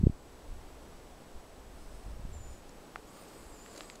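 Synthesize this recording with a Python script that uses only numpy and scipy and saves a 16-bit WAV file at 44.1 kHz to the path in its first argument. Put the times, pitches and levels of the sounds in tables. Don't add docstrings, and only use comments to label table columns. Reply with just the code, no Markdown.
import sys
import numpy as np
from scipy import signal
from scipy.fft import rfft, irfft
from scipy.io import wavfile
from scipy.ndimage import uniform_filter1d

SR = 44100
rng = np.random.default_rng(int(sys.argv[2]) if len(sys.argv) > 2 else 0)


def inscribe(sig):
    pcm = np.round(np.clip(np.atleast_2d(sig).T, -1, 1) * 32767)
    wavfile.write(sys.argv[1], SR, pcm.astype(np.int16))


N = 176400
T = np.arange(N) / SR

# freq_hz, gain_db
AIR_COLOUR = [(15, -32), (25, 13), (50, -11), (129, -17), (297, -16), (331, -16.5), (389, -17), (422, -17),
              (805, -21.5), (1900, -32.5), (7310, -39.5), (7930, -41), (8600, -40.5), (12900, -45.5),
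              (15500, -50)]
# time_s, gain_db
AIR_RIDE = [(0, -1.2), (.2, -1.8), (.35, -0.24), (.8, .5), (1.5, -0.26), (2.9, 0.5), (3.3, 1), (3.8, 0.39),
            (4, 0.77)]
# centre_s, half_length_s, level_db
LEAF_BRUSHES = [(1.81, .045, -68), (1.96, 0.044, -66), (2.09, .04, -71), (2.523, .03, -66.5)]
# freq_hz, gain_db
LEAF_COLOUR = [(2000, -25), (4700, -12), (5150, 4), (5600, -8), (7500, -8), (9000, -1), (10300, -10),
               (12000, -19), (15000, -20)]
# centre_s, half_length_s, level_db
GRIT_SCUFFS = [(2.694, 0.0017, -56), (3.285, .003, -59), (3.763, 0.0018, -52), (3.779, .003, -49),
               (3.957, 0.0026, -51.5)]
# freq_hz, gain_db
GRIT_COLOUR = [(400, -20), (1500, -1), (3000, -12), (4300, 3.5), (5800, -2), (7000, 3.5), (8500, -5),
               (10200, -5), (12000, -19), (15000, -24)]
# time_s, level_db
LITTER_ENVELOPE = [(0, -76), (3.05, -85), (3.15, -59.5), (3.62, -66), (3.72, -57.5), (3.76, -52.5),
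                   (3.845, -52.5), (3.88, -62), (3.96, -67), (4, -68)]
# freq_hz, gain_db
LITTER_COLOUR = [(100, -24), (300, 11.5), (600, 5.5), (1100, -1), (1800, -1.5), (3500, -7.5), (4800, -2.5),
                 (5800, -12), (7200, -5), (10000, -14), (15000, -22)]
# start_s, level_db, ring_hz, snap_hz, snap_over_ring_db
TWIG_CLICKS = [(2.9588, -23, 1350, 4520, -20), (3.662, -41.5, 1510, 2900, 0),
               (3.8078, -35, 1140, 3500, 7.5), (3.9, -36, 2220, 4560, 1.5)]
# ratio_to_ring, gain_db, t60_s
WOOD_MODES = [(.66, -11, .011), (1, 10, 0.0037), (1.5, -13, .008)]
# time_s, pitch_hz, level_db
BIRD_GLIDE = [(2.315, 7480, -78), (2.338, 7320, -55), (2.39, 7170, -62), (2.43, 7040, -58),
              (2.49, 7050, -63), (2.55, 6960, -62), (2.6, 6850, -69), (2.64, 6800, -92)]
# time_s, pitch_hz, gain_db
SQUEAK_GLIDE = [(3.07, 6900, 0), (3.1, 7950, 1), (3.125, 8420, 0), (3.17, 8920, 0), (3.215, 9130, 3),
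                (3.258, 8520, -3), (3.295, 8270, -1), (3.35, 8490, 0), (3.412, 8440, 1), (3.45, 7680, 0),
                (3.485, 8170, 0), (3.515, 8210, 0), (3.56, 7700, 0), (3.595, 7480, 0), (3.68, 7970, 0),
                (3.72, 7620, 0), (3.785, 7480, 0), (3.85, 8040, 1), (3.905, 8110, 2), (3.945, 6800, -2)]
# ratio_to_pitch, then level_db at six even steps from start to end
SQUEAK_PARTIALS = [(.845, -78, -79, -73, -77, -75, -69), (.935, -72, -74, -71, -60, -65, -67),
                   (1, -68, -64.5, -68.5, -68, -64, -63), (1.222, -71, -77, -69, -70, -70, -74),
                   (1.455, -82, -74, -79, -79, -82, -84), (1.61, -79, -79, -78, -78, -79, -84),
                   (1.66, -79, -72, -78, -79, -80, -83)]
# centre_hz, width_hz, level_db
HOARSE_BANDS = [(1144, 77, -68.5), (4890, 61, -79), (4980, 49, -78), (6750, 60, -80)]
# time_s, level_db
RUMBLE_ENVELOPE = [(0.14, -43), (0.16, -56.5), (0.44, -54.5), (0.49, -42.5), (0.68, -50), (1.34, -57.5),
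                   (1.36, -43), (1.42, -61), (1.98, -43), (2.01, -57), (2.06, -41), (2.22, -43),
                   (2.25, -39.5), (2.54, -44.5), (2.55, -54), (3.33, -67), (3.44, -53.5), (4.0, -74)]
# freq_hz, gain_db
RUMBLE_COLOUR = [(15, 0), (35, -1.5), (60, -2), (100, -14.5), (200, -26.5), (400, -47), (1000, -86)]
# centre_s, level_db, half_width_ms
WIND_BUFFETS = [(.003, -23.5, 1.7), (.0135, -24, 0.86), (.034, -16, 0.86), (0.039, -8.5, 1.1),
                (0.0681, -10.5, 1.36), (.070, -7.5, 0.65), (.098, -19, 0.96), (0.507, -35, 7),
                (1.364, -37, 6.3), (2.065, -32, 2.7), (2.197, -34, 1.1), (2.2525, -30.5, 1.03),
                (3.467, -42, 2.5)]


def amp(db):
    return 10 ** (np.asarray(db) / 20)


def unit(x):
    return x / np.sqrt(np.mean(x ** 2) + 1e-20)


def curve(points, col=1):
    p = np.array(points)
    return np.interp(T, p[:, 0], p[:, col])


def colour(x, points):
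    hz, db = np.transpose(points)
    f = np.fft.rfftfreq(len(x), 1 / SR)
    return irfft(rfft(x) * amp(np.interp(np.log(f + 1), np.log(hz), db)), len(x))


def drift(rate_hz):
    f = np.fft.rfftfreq(N, 1 / SR)
    return unit(irfft(rfft(rng.standard_normal(N)) * np.exp(-(f / rate_hz) ** 2) * (f > 0), N))


def highpass(x, hz, order):
    return signal.sosfilt(signal.butter(order, hz, "high", fs=SR, output="sos"), x)


def add(mix, start_s, sound):
    part = mix[max(round(start_s * SR), 0):][:len(sound)]
    part += sound[:len(part)]


def trees(x, t60_s, wet_db):
    t = np.arange(SR // 2) / SR
    tail = rng.standard_normal(len(t)) * amp(-60 * t / t60_s)
    return x + amp(wet_db) * signal.fftconvolve(x, tail / np.linalg.norm(tail))[:N]


def forest_air(level_db=-55, flutter_db=0.18):
    wash = highpass(colour(rng.standard_normal(N), AIR_COLOUR), hz=132, order=1)
    wash /= np.std(highpass(wash, hz=200, order=4))
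    return wash * amp(level_db + curve(AIR_RIDE) + flutter_db * drift(3.6))


def camera_whine(pitch_hz=7868, rms_db=-75, frames_per_s=29.97):
    return amp(rms_db) * np.sqrt(2) * np.sin(2 * np.pi * pitch_hz * (T % (1 / frames_per_s)))


def friction(events, spectrum):
    swell = sum(amp(db) * np.exp(-((T - centre_s) / half_s) ** 2 / 2) for centre_s, half_s, db in events)
    return unit(colour(rng.standard_normal(N), spectrum)) * swell


def litter_rustle(grains_per_s=4000, spread_db=4.0):
    grains = (rng.random(N) < grains_per_s / SR) * rng.choice([-1, 1], N)
    accents = amp(spread_db * np.minimum(rng.exponential(1, N), 4))
    return unit(colour(grains * accents, LITTER_COLOUR)) * amp(curve(LITTER_ENVELOPE))


def twigs(ring_rise_s=0.00021, snap_rise_s=0.00015, snap_t60_s=0.00081, snap_top_hz=6500):
    t, out = np.arange(2048) / SR, np.zeros(N)
    for start_s, db, ring_hz, snap_hz, snap_db in TWIG_CLICKS:
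        ring = sum(amp(mode_db - 60 * t / t60_s) * np.cos(2 * np.pi * ring_hz * ratio * t)
                   for ratio, mode_db, t60_s in WOOD_MODES)
        ring *= 1 - np.exp(-(t / ring_rise_s) ** 2)
        snap_envelope = (1 - np.exp(-t / snap_rise_s)) * amp(-60 * t / snap_t60_s)
        snap = snap_envelope * np.sin(2 * np.pi * snap_hz * t)
        snap = signal.lfilter(*signal.butter(2, snap_top_hz, fs=SR), snap)
        click = ring / abs(ring).max() + amp(snap_db) * snap / abs(snap).max()
        add(out, start_s, amp(db) * click)
        add(out, start_s + 0.001503, amp(db - 15) * click)
    return highpass(trees(out, t60_s=0.067, wet_db=-17), hz=450, order=2)


def bird(waver_hz=60):
    pitch_hz = curve(BIRD_GLIDE) + waver_hz * drift(86)
    gate = (T > BIRD_GLIDE[0][0]) & (T < BIRD_GLIDE[-1][0])
    whistle = gate * amp(curve(BIRD_GLIDE, 2)) * np.sin(2 * np.pi * np.cumsum(pitch_hz) / SR)
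    return trees(whistle, t60_s=0.29, wet_db=-4)


def squeak(jitter_hz=48, flutter_db=2.2, rasp=0.23, hoarse_follow=0.24):
    pitch_hz = uniform_filter1d(curve(SQUEAK_GLIDE), size=900)
    start_s, end_s = SQUEAK_GLIDE[0][0], SQUEAK_GLIDE[-1][0]
    gate = uniform_filter1d(1. * ((T > start_s) & (T < end_s)), size=500)
    bend = (pitch_hz / np.average(pitch_hz, weights=gate)) ** hoarse_follow
    phase_per_hz = 2 * np.pi * np.cumsum(bend) / SR
    out = np.zeros(N)
    for centre_hz, width_hz, db in HOARSE_BANDS:
        phase = centre_hz * phase_per_hz
        out += amp(db) * unit(drift(width_hz) * np.sin(phase) + drift(width_hz) * np.cos(phase))
    for ratio, *levels_db in SQUEAK_PARTIALS:
        db = np.interp(T, np.linspace(start_s, end_s, len(levels_db)), levels_db)
        envelope = amp(db + flutter_db * drift(36)) * (1 + rasp * drift(250))
        partial_hz = ratio * pitch_hz + jitter_hz * drift(310)
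        out += envelope * np.sin(2 * np.pi * np.cumsum(partial_hz) / SR)
    return out * gate * amp(curve(SQUEAK_GLIDE, 2))


def wind_on_microphone(trim_db=-1, compression=0.35, rebound_stretch=4.8):
    eddies = unit(colour(rng.standard_normal(N), RUMBLE_COLOUR))
    swell = np.sqrt(uniform_filter1d(eddies ** 2, size=2600) + 1e-6)
    out = unit(eddies / swell ** compression) * amp(curve(RUMBLE_ENVELOPE) + trim_db)
    for centre_s, db, half_width_ms in WIND_BUFFETS:
        offset = (T - centre_s) * 1000 / half_width_ms
        dip = np.exp(-offset ** 2 / 2)
        rebound = np.exp(-(offset / rebound_stretch) ** 2 / 2) / rebound_stretch
        out -= amp(db) * (dip - rebound)
    return out


def scene():
    undergrowth = twigs() + litter_rustle()
    undergrowth += friction(LEAF_BRUSHES, LEAF_COLOUR) + friction(GRIT_SCUFFS, GRIT_COLOUR)
    bed = forest_air() + camera_whine()
    return (bed + undergrowth + wind_on_microphone() + bird() + squeak())[None]


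def record(dry):
    lowpass = signal.firwin(801, cutoff=15720, window=("kaiser", 9), fs=SR)
    return signal.oaconvolve(dry, lowpass[None], "same")


dry = scene()
out = record(dry)
inscribe(out)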